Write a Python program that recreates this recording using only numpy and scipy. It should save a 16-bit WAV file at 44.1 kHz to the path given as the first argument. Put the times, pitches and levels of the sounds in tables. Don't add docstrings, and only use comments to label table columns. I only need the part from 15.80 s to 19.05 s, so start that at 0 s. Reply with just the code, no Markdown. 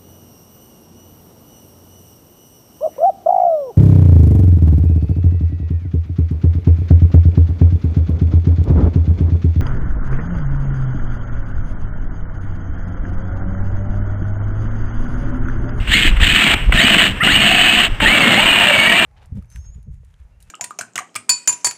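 import sys
import numpy as np
from scipy import signal
from scipy.fft import rfft, irfft
from scipy.io import wavfile
from scipy.ndimage import uniform_filter1d

SR = 44100
rng = np.random.default_rng(int(sys.argv[2]) if len(sys.argv) > 2 else 0)


def generate_wav(signal):
    frames = np.transpose(np.atleast_2d(signal))
    scaled = np.clip(frames, -1, 1) * 32767
    pcm = np.round(scaled).astype(np.int16)
    wavfile.write(sys.argv[1], SR, pcm)


def level_to_linear(level):
    exponent = np.asarray(level, float) / 20
    return 10 ** exponent


N = 143325
T = np.arange(N) / SR
STEP = 4


def noise():
    return rng.standard_normal(N)


def follow(table):
    return np.interp(T, *np.transpose(table))


def evened(x):
    return x / np.sqrt(np.mean(x ** 2) + 1e-20)


def colour(x, points):
    f, db = np.transpose(points)
    log_hz = np.log(np.fft.rfftfreq(len(x), 1 / SR) + 1)
    gain_db = np.interp(log_hz, np.log(f), db, left=db[0] - 28.5, right=db[-1] - 21.0)
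    return evened(irfft(rfft(x) * level_to_linear(gain_db), len(x)))


def slow(size):
    return evened(uniform_filter1d(uniform_filter1d(noise(), size), size))


def ring(x, modes):
    out = np.zeros(len(x))
    for hz, width, db in modes:
        r = np.exp(-np.pi * width / SR)
        poles = [1, -2 * r * np.cos(2 * np.pi * hz / SR), r * r]
        out += level_to_linear(db) * evened(signal.lfilter([1, 0, -1], poles, x))
    return evened(out)


def hum(x, track, width_hz):
    s, hz, db = np.transpose(track)
    turn = np.exp(2j * np.pi * np.cumsum(np.interp(T, s, hz)) / SR)
    r = np.exp(-np.pi * width_hz / SR)
    band = signal.lfilter([1], [1, -2 * r, r * r], x / turn)
    return level_to_linear(np.interp(T, s, db) + 9) * evened((turn * band).real)


def tone(track, orders=(1, 2), rough=1):
    s, hz, *db = np.transpose(track)
    turns = np.cumsum(np.interp(T, s, hz) * (1 + .008 * slow(size=150))) / SR
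    on = uniform_filter1d(((T > s[0]) & (T < s[-1])) * 1., size=200)
    out = np.zeros(N)
    for i, k in enumerate(orders):
        level = np.interp(T, s, db[i % 2]) - 1.5 * (i // 2) - 1
        if k == 2 * orders[0]:
            level = level - 3
        grain = 2.5 * slow(size=50)
        flicker = 3 * slow(size=250)
        out += level_to_linear(level + rough * (grain + flicker)) * np.sin(2 * np.pi * k * turns)
    return np.sqrt(2) * on * out


# frequency in Hz, density in dB per Hz.
YARD_TONE = [(120, -39), (200, -11), (451, -9.5), (1320, -8), (1840, -4), (2430, -7), (2820, -0.5),
             (4700, -25.5), (5400, -6), (7020, -50), (11900, -120)]
# time in seconds, lift in dB.
YARD_SWELL = [(0, 2), (.06, 0.5), (.34, 4.5), (.8, 8.5), (.88, 0.5), (.92, 4), (1.34, 5), (1.4, 5),
              (2.1, 4.5), (2.19, 0.5)]


def yard():
    return level_to_linear(-33.5 + follow(YARD_SWELL) + slow(size=500)) * colour(noise(), YARD_TONE)


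# time in seconds, level in dB.
WIND_LEVEL = [(0, -12), (.05, -18.5), (.27, -15.5), (.31, -14), (.38, -19.5), (.44, -13), (.64, -29.5),
              (.74, -19), (.9, -20.5), (.95, -12.5), (1.0, -28), (1.24, -22), (2.04, -31), (2.12, -19.5),
              (2.18, -28), (2.22, -14.5), (2.32, -28), (2.5, -45), (2.67, -28.5), (2.9, -40)]
# frequency in Hz, density in dB per Hz.
WIND_TONE = [(12, -10.5), (28, 2), (50, -3.5), (90, -5.5), (140, -12.5), (300, -36.5)]
# centre in seconds, length in seconds, frequency in Hz, level in dB.
SLAPS = [(0.29, 0.12, 24, -5.5), (0.33, 0.065, 44, -6.5), (0.38, 0.042, 35.4, -5.5), (0.41, 0.016, 50, -5),
         (0.892, 0.057, 46, -1), (0.092, 0.028, 50, -13), (0.919, 0.022, 35, -11), (2.122, 0.067, 28, -6.5),
         (0.54, .04, 29, -12)]


def wind():
    rumble = level_to_linear(follow(WIND_LEVEL) - 2.0 + 3.2 * slow(size=900)) * colour(noise(), WIND_TONE)
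    slaps = np.zeros(N)
    for s, length, hz, db in SLAPS:
        window = np.cos(np.pi * np.clip((T - s) / length, -.5, .5)) ** 2
        slaps += level_to_linear(db) * window * np.cos(2 * np.pi * hz * (T - s))
    return rumble - slaps


# time in seconds, boom level in dB.
BITE = [(.04, -41.5), (.2, -18), (.36, -32.5), (.5, -25.5), (.75, -25), (.785, -35), (.83, -44), (.95, -21),
        (1.27, -24.5), (1.39, -38.5), (1.44, -23), (2.06, -25.5), (2.15, -44), (2.24, -22), (2.34, -27),
        (2.5, -13), (2.6, -27)]
# frequency in Hz, width in Hz, level in dB.
BOX_MODES = [(214.4, 42.5, -1.5), (270, 68, -3.5)]


def boom():
    drum = colour(ring(noise(), BOX_MODES), [(90, 3.0), (520, -9.5)])
    return level_to_linear(follow(BITE) + 3.0 * slow(size=300)) * drum


def knock():
    return -level_to_linear(-7) * np.exp(-abs(T - .896) / .0003)


# time in seconds, frequency in Hz, 2nd and 3rd partial in dB.
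SQUEAK = [
    (1.403, 550, -28, -24),
    (1.409, 607, -22, -12),
    (1.422, 706, -17, -14),
    (1.432, 643, -15, -22),
]


def squeak():
    return tone(SQUEAK, orders=(2, 3, 4), rough=.3)


# time in seconds, peak level in dB.
SNAGS = [(.074, -10), (.088, -12), (0.3132, -12), (0.368, -9), (0.401, -4.5), (0.619, 1.5), (0.7393, -7),
         (0.924, 4.5), (1.0813, 0.5), (1.1445, 4.5), (1.201, 4), (1.4344, -4), (1.4717, 4.5), (1.9973, 1),
         (2.2034, 0.5), (2.8089, 2)]


def snags():
    rise_s, t60_s = .007, .032
    shape = np.zeros(N)
    for s, db in SNAGS:
        rise = np.clip((T - s) / rise_s + .5, 0, 1)
        shape += rise * level_to_linear(db - 5.5 - 60 * abs(T - s) / t60_s)
    return shape * colour(noise(), [(150, -14.5), (1000, 0), (1900, 5), (3000, 7.0), (5500, -32)])


# time in seconds, frequency in Hz, level in dB, octave in dB.
WHINE_1 = [(.11, 1500, -32, -36), (.135, 1950, -17.5, -13), (.17, 2320, -18.5, -24), (.2, 2470, -22, -32)]
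WHINE_2 = [(0.429, 1800, -11, -36), (0.459, 2460, -28, -40.5), (0.61, 2612, -15, -42),
           (0.636, 2500, -16, -40), (0.661, 2263, -21, -34), (0.729, 2005, -30, -46)]
WHINE_3 = [(.975, 1753, -15, -32), (0.994, 1898, -11.5, -16), (1.02, 2186, -19, -15.5),
           (1.035, 2290, -20, -16), (1.063, 2434, -22, -37), (1.117, 2450, -29, -30),
           (1.29, 2680, -36, -48)]
WHINE_4 = [(1.475, 1400, -23, -47), (1.49, 1485, -14, -27), (1.52, 2110, -17, -12),
           (1.561, 2387, -25.5, -35.5), (1.7, 2575, -19.5, -49), (1.85, 2547, -15, -58),
           (2.001, 2546, -22, -48)]
WHINE_5 = [(2.26, 1800, -6, -29), (2.275, 1975, -14.5, -18), (2.34, 2332, -15.5, -34),
           (2.375, 2220, -19, -41), (2.399, 2320, -16, -24), (2.439, 2132, -12.5, -23),
           (2.494, 2210, -19.5, -47), (2.547, 2023, -18, -18.5), (2.6, 2250, -18.5, -29),
           (2.7, 2475, -20, -35), (2.819, 2444, -18, -55), (2.898, 2325, -17, -34), (3.0, 2226, -13.5, -22),
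           (3.12, 2300, -16.5, -29), (3.25, 2425, -17.5, -46)]
WHINES = [WHINE_1, WHINE_2, WHINE_3, WHINE_4, WHINE_5]
STAGE_3 = [(1.08, 2150, -49, -36), (1.23, 2290, -28, -47)]
STAGE_4 = [(1.6, 2170, -26, -29), (1.801, 2240, -25, -26), (2.002, 2270, -30, -30)]


def gear_whine():
    return sum(tone(track) for track in WHINES + [STAGE_3, STAGE_4])


# start in seconds, rise in seconds, stop in seconds, fall in seconds, level in dB.
SQUEEZES = [
    (0.052, 0.067, 0.28, 0.028, -9.5),
    (0.394, 0.027, 0.743, 0.006, -9),
    (0.922, 0.017, 1.266, 0.058, -9.5),
    (1.426, 0.0072, 2.055, 0.028, -10),
    (2.198, 0.018, 3.6, .03, -11.5),
]


def trigger():
    level = np.zeros(N)
    for a, up, b, down, db in SQUEEZES:
        times = [a - .001, a, a + up, b, b + down, b + down + .001]
        level += level_to_linear(np.interp(T, times, [-99, db - 30.5, db, db, db - 18.5, -99]))
    return level


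def tooth_clicks():
    s, hz = np.transpose(np.concatenate(WHINES))[:2]
    turn = np.cumsum(np.interp(T, s, hz)) / SR / 72
    throb = (1 + .12 * np.cos(2 * np.pi * turn)) * level_to_linear(1.5 * slow(size=160) + .7 * slow(size=700))
    strikes = rng.random(N) < 4500 / SR
    spread_db = 1.5 * np.minimum(rng.exponential(1, N), 4)
    return throb * strikes * noise() * level_to_linear(spread_db)


def coasting():
    stop_s = .742
    fall = (T > stop_s) * level_to_linear(-19.5 - 135 * abs(T - stop_s))
    return fall * colour(noise(), [(1200, -30), (2250, 8.5), (3100, 8), (4300, -28)])


# frequency in Hz, density in dB per Hz.
RATTLE_TONE = [(210, -44), (350, -16), (493, -22), (688, -13.5), (926, -16), (1860, -6.5), (2400, -4.5),
               (2910, 0), (5400, -21), (7020, -69), (11900, -120)]
# frequency in Hz, width in Hz, level in dB.
HOUSING = [(1800, 230, 0)]
# time in seconds, level in dB.
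DEPTH = [(.3, -33), (.7, 2.5), (1.0, -1), (2.1, 2.5), (2.3, 8)]
# time in seconds, frequency in Hz, level in dB.
WALL = [(.6, 696, -41), (0.951, 654, -26), (1.55, 670, -36.5), (1.7, 717, -23.5), (2.0, 717, -30.5),
        (2.299, 570, -28.5), (2.55, 587, -25.5), (2.75, 706, -32), (2.921, 580, -23.5), (3.15, 675, -24.5)]
UPPER_WALL = [(2.0, 870, -49), (2.251, 870, -24), (2.4, 866, -56), (2.62, 922, -33.5)]
CHIPS = [(2.3, 1800, -46), (2.55, 640, -40), (2.58, 760, -18), (2.615, 983, -19), (2.64, 1000, -35),
         (2.93, 1360, -57), (2.96, 1570, -27), (3.0, 1800, -20), (3.04, 1720, -26), (3.09, 1970, -9),
         (3.12, 1800, -22), (3.16, 2040, -17), (3.25, 1900, -36)]
RIM = [(.1, 2080, -34), (.17, 2180, -21), (.3, 2035, -31), (1.55, 2870, -36), (1.7, 2660, -32),
       (2.05, 2680, -27), (2.25, 3210, -17), (2.4, 2680, -19), (2.6, 3000, -38), (3.1, 2600, -28.5)]
CUP = [(.1, 2700, -48), (.25, 3070, -34), (1.5, 2900, -15.5), (2.0, 2960, -16.5), (2.3, 2670, -24),
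       (2.55, 2880, -25), (2.7, 2880, -13), (3.25, 2780, -19)]


def rattle():
    teeth = tooth_clicks()
    wide = evened(colour(teeth, RATTLE_TONE) + level_to_linear(-17) * ring(teeth, HOUSING))
    low = signal.filtfilt(*signal.butter(2, 1150, fs=SR), wide)
    cutting = 0.94 * (wide - low + low * level_to_linear(follow(DEPTH)))
    for track, width_hz in [(WALL, 130), (UPPER_WALL, 130), (CHIPS, 130), (RIM, 155), (CUP, 360)]:
        cutting = cutting + hum(teeth, track, width_hz)
    return trigger() * cutting + coasting()


def scene():
    background = yard() + wind()
    box = boom() + knock() + squeak() + snags()
    drill = gear_whine() + rattle()
    return (background + box + drill)[None]


# time in seconds, peak level in dB.
TICKS = [(0.0833, -37), (0.1242, -28), (0.4005, -35), (0.4245, -33), (0.4759, -31), (0.5183, -29),
         (0.628, -25), (0.6774, -32), (0.7408, -27), (0.9233, -37), (1.0431, -29), (1.0815, -23),
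         (1.1174, -29), (1.1428, -23), (1.1648, -30), (1.2287, -29), (1.4347, -35), (1.4616, -27),
         (1.5409, -29), (1.5574, -29), (1.6412, -29), (1.7165, -30), (1.7994, -26), (1.9989, -22),
         (2.2284, -31), (2.3356, -30), (2.386, -33), (2.3985, -30), (2.4249, -28), (2.5247, -28),
         (2.6823, -33), (2.7143, -28), (2.8006, -23), (2.835, -32), (2.9837, -29), (3.0899, -30),
         (3.1348, -28), (3.1573, -31), (3.1767, -26), (3.2221, -27)]


def ticks(count):
    s, db = np.transpose(TICKS)
    out = np.zeros(count)
    at = np.round(s * SR / STEP).astype(int) + 8
    out[at] = level_to_linear(db + 17.5) * rng.choice([-1., 1.], len(s))
    return out


# frequency in Hz, density in dB per Hz.
HISS_TONE = [(9500, -14), (12000, 2), (12600, 0)]


def treble_hiss():
    return level_to_linear(-44.5 + 2.8 * slow(size=500)) * trigger() * colour(noise(), HISS_TONE)


def top_cut(x):
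    return signal.sosfilt(signal.butter(12, 15850, fs=SR, output="sos"), x)


def record(dry):
    ceiling, knee, clip = 1.25, 4, 1.02
    low = dry[0] / (1 + abs(dry[0] / ceiling) ** knee) ** (1 / knee)
    low = signal.lfilter(*signal.butter(8, 4430, fs=SR), low)
    low = signal.resample_poly(low, 1, STEP)
    grit = (level_to_linear(-47) + level_to_linear(-26) * trigger()[::STEP]) * rng.standard_normal(len(low))
    low = np.clip(low + ticks(count=len(low)) + grit, -clip, clip)
    wide = np.interp(np.arange(N), np.arange(len(low)) * STEP, low)
    wide = signal.lfilter(*signal.butter(1, 13300, fs=SR), wide + treble_hiss())
    edge = signal.firwin(511, 15720, window=("kaiser", 9), fs=SR)
    wide = signal.oaconvolve(wide, edge, "same")
    return top_cut(wide[None])


dry = scene()
out = record(dry)
generate_wav(out)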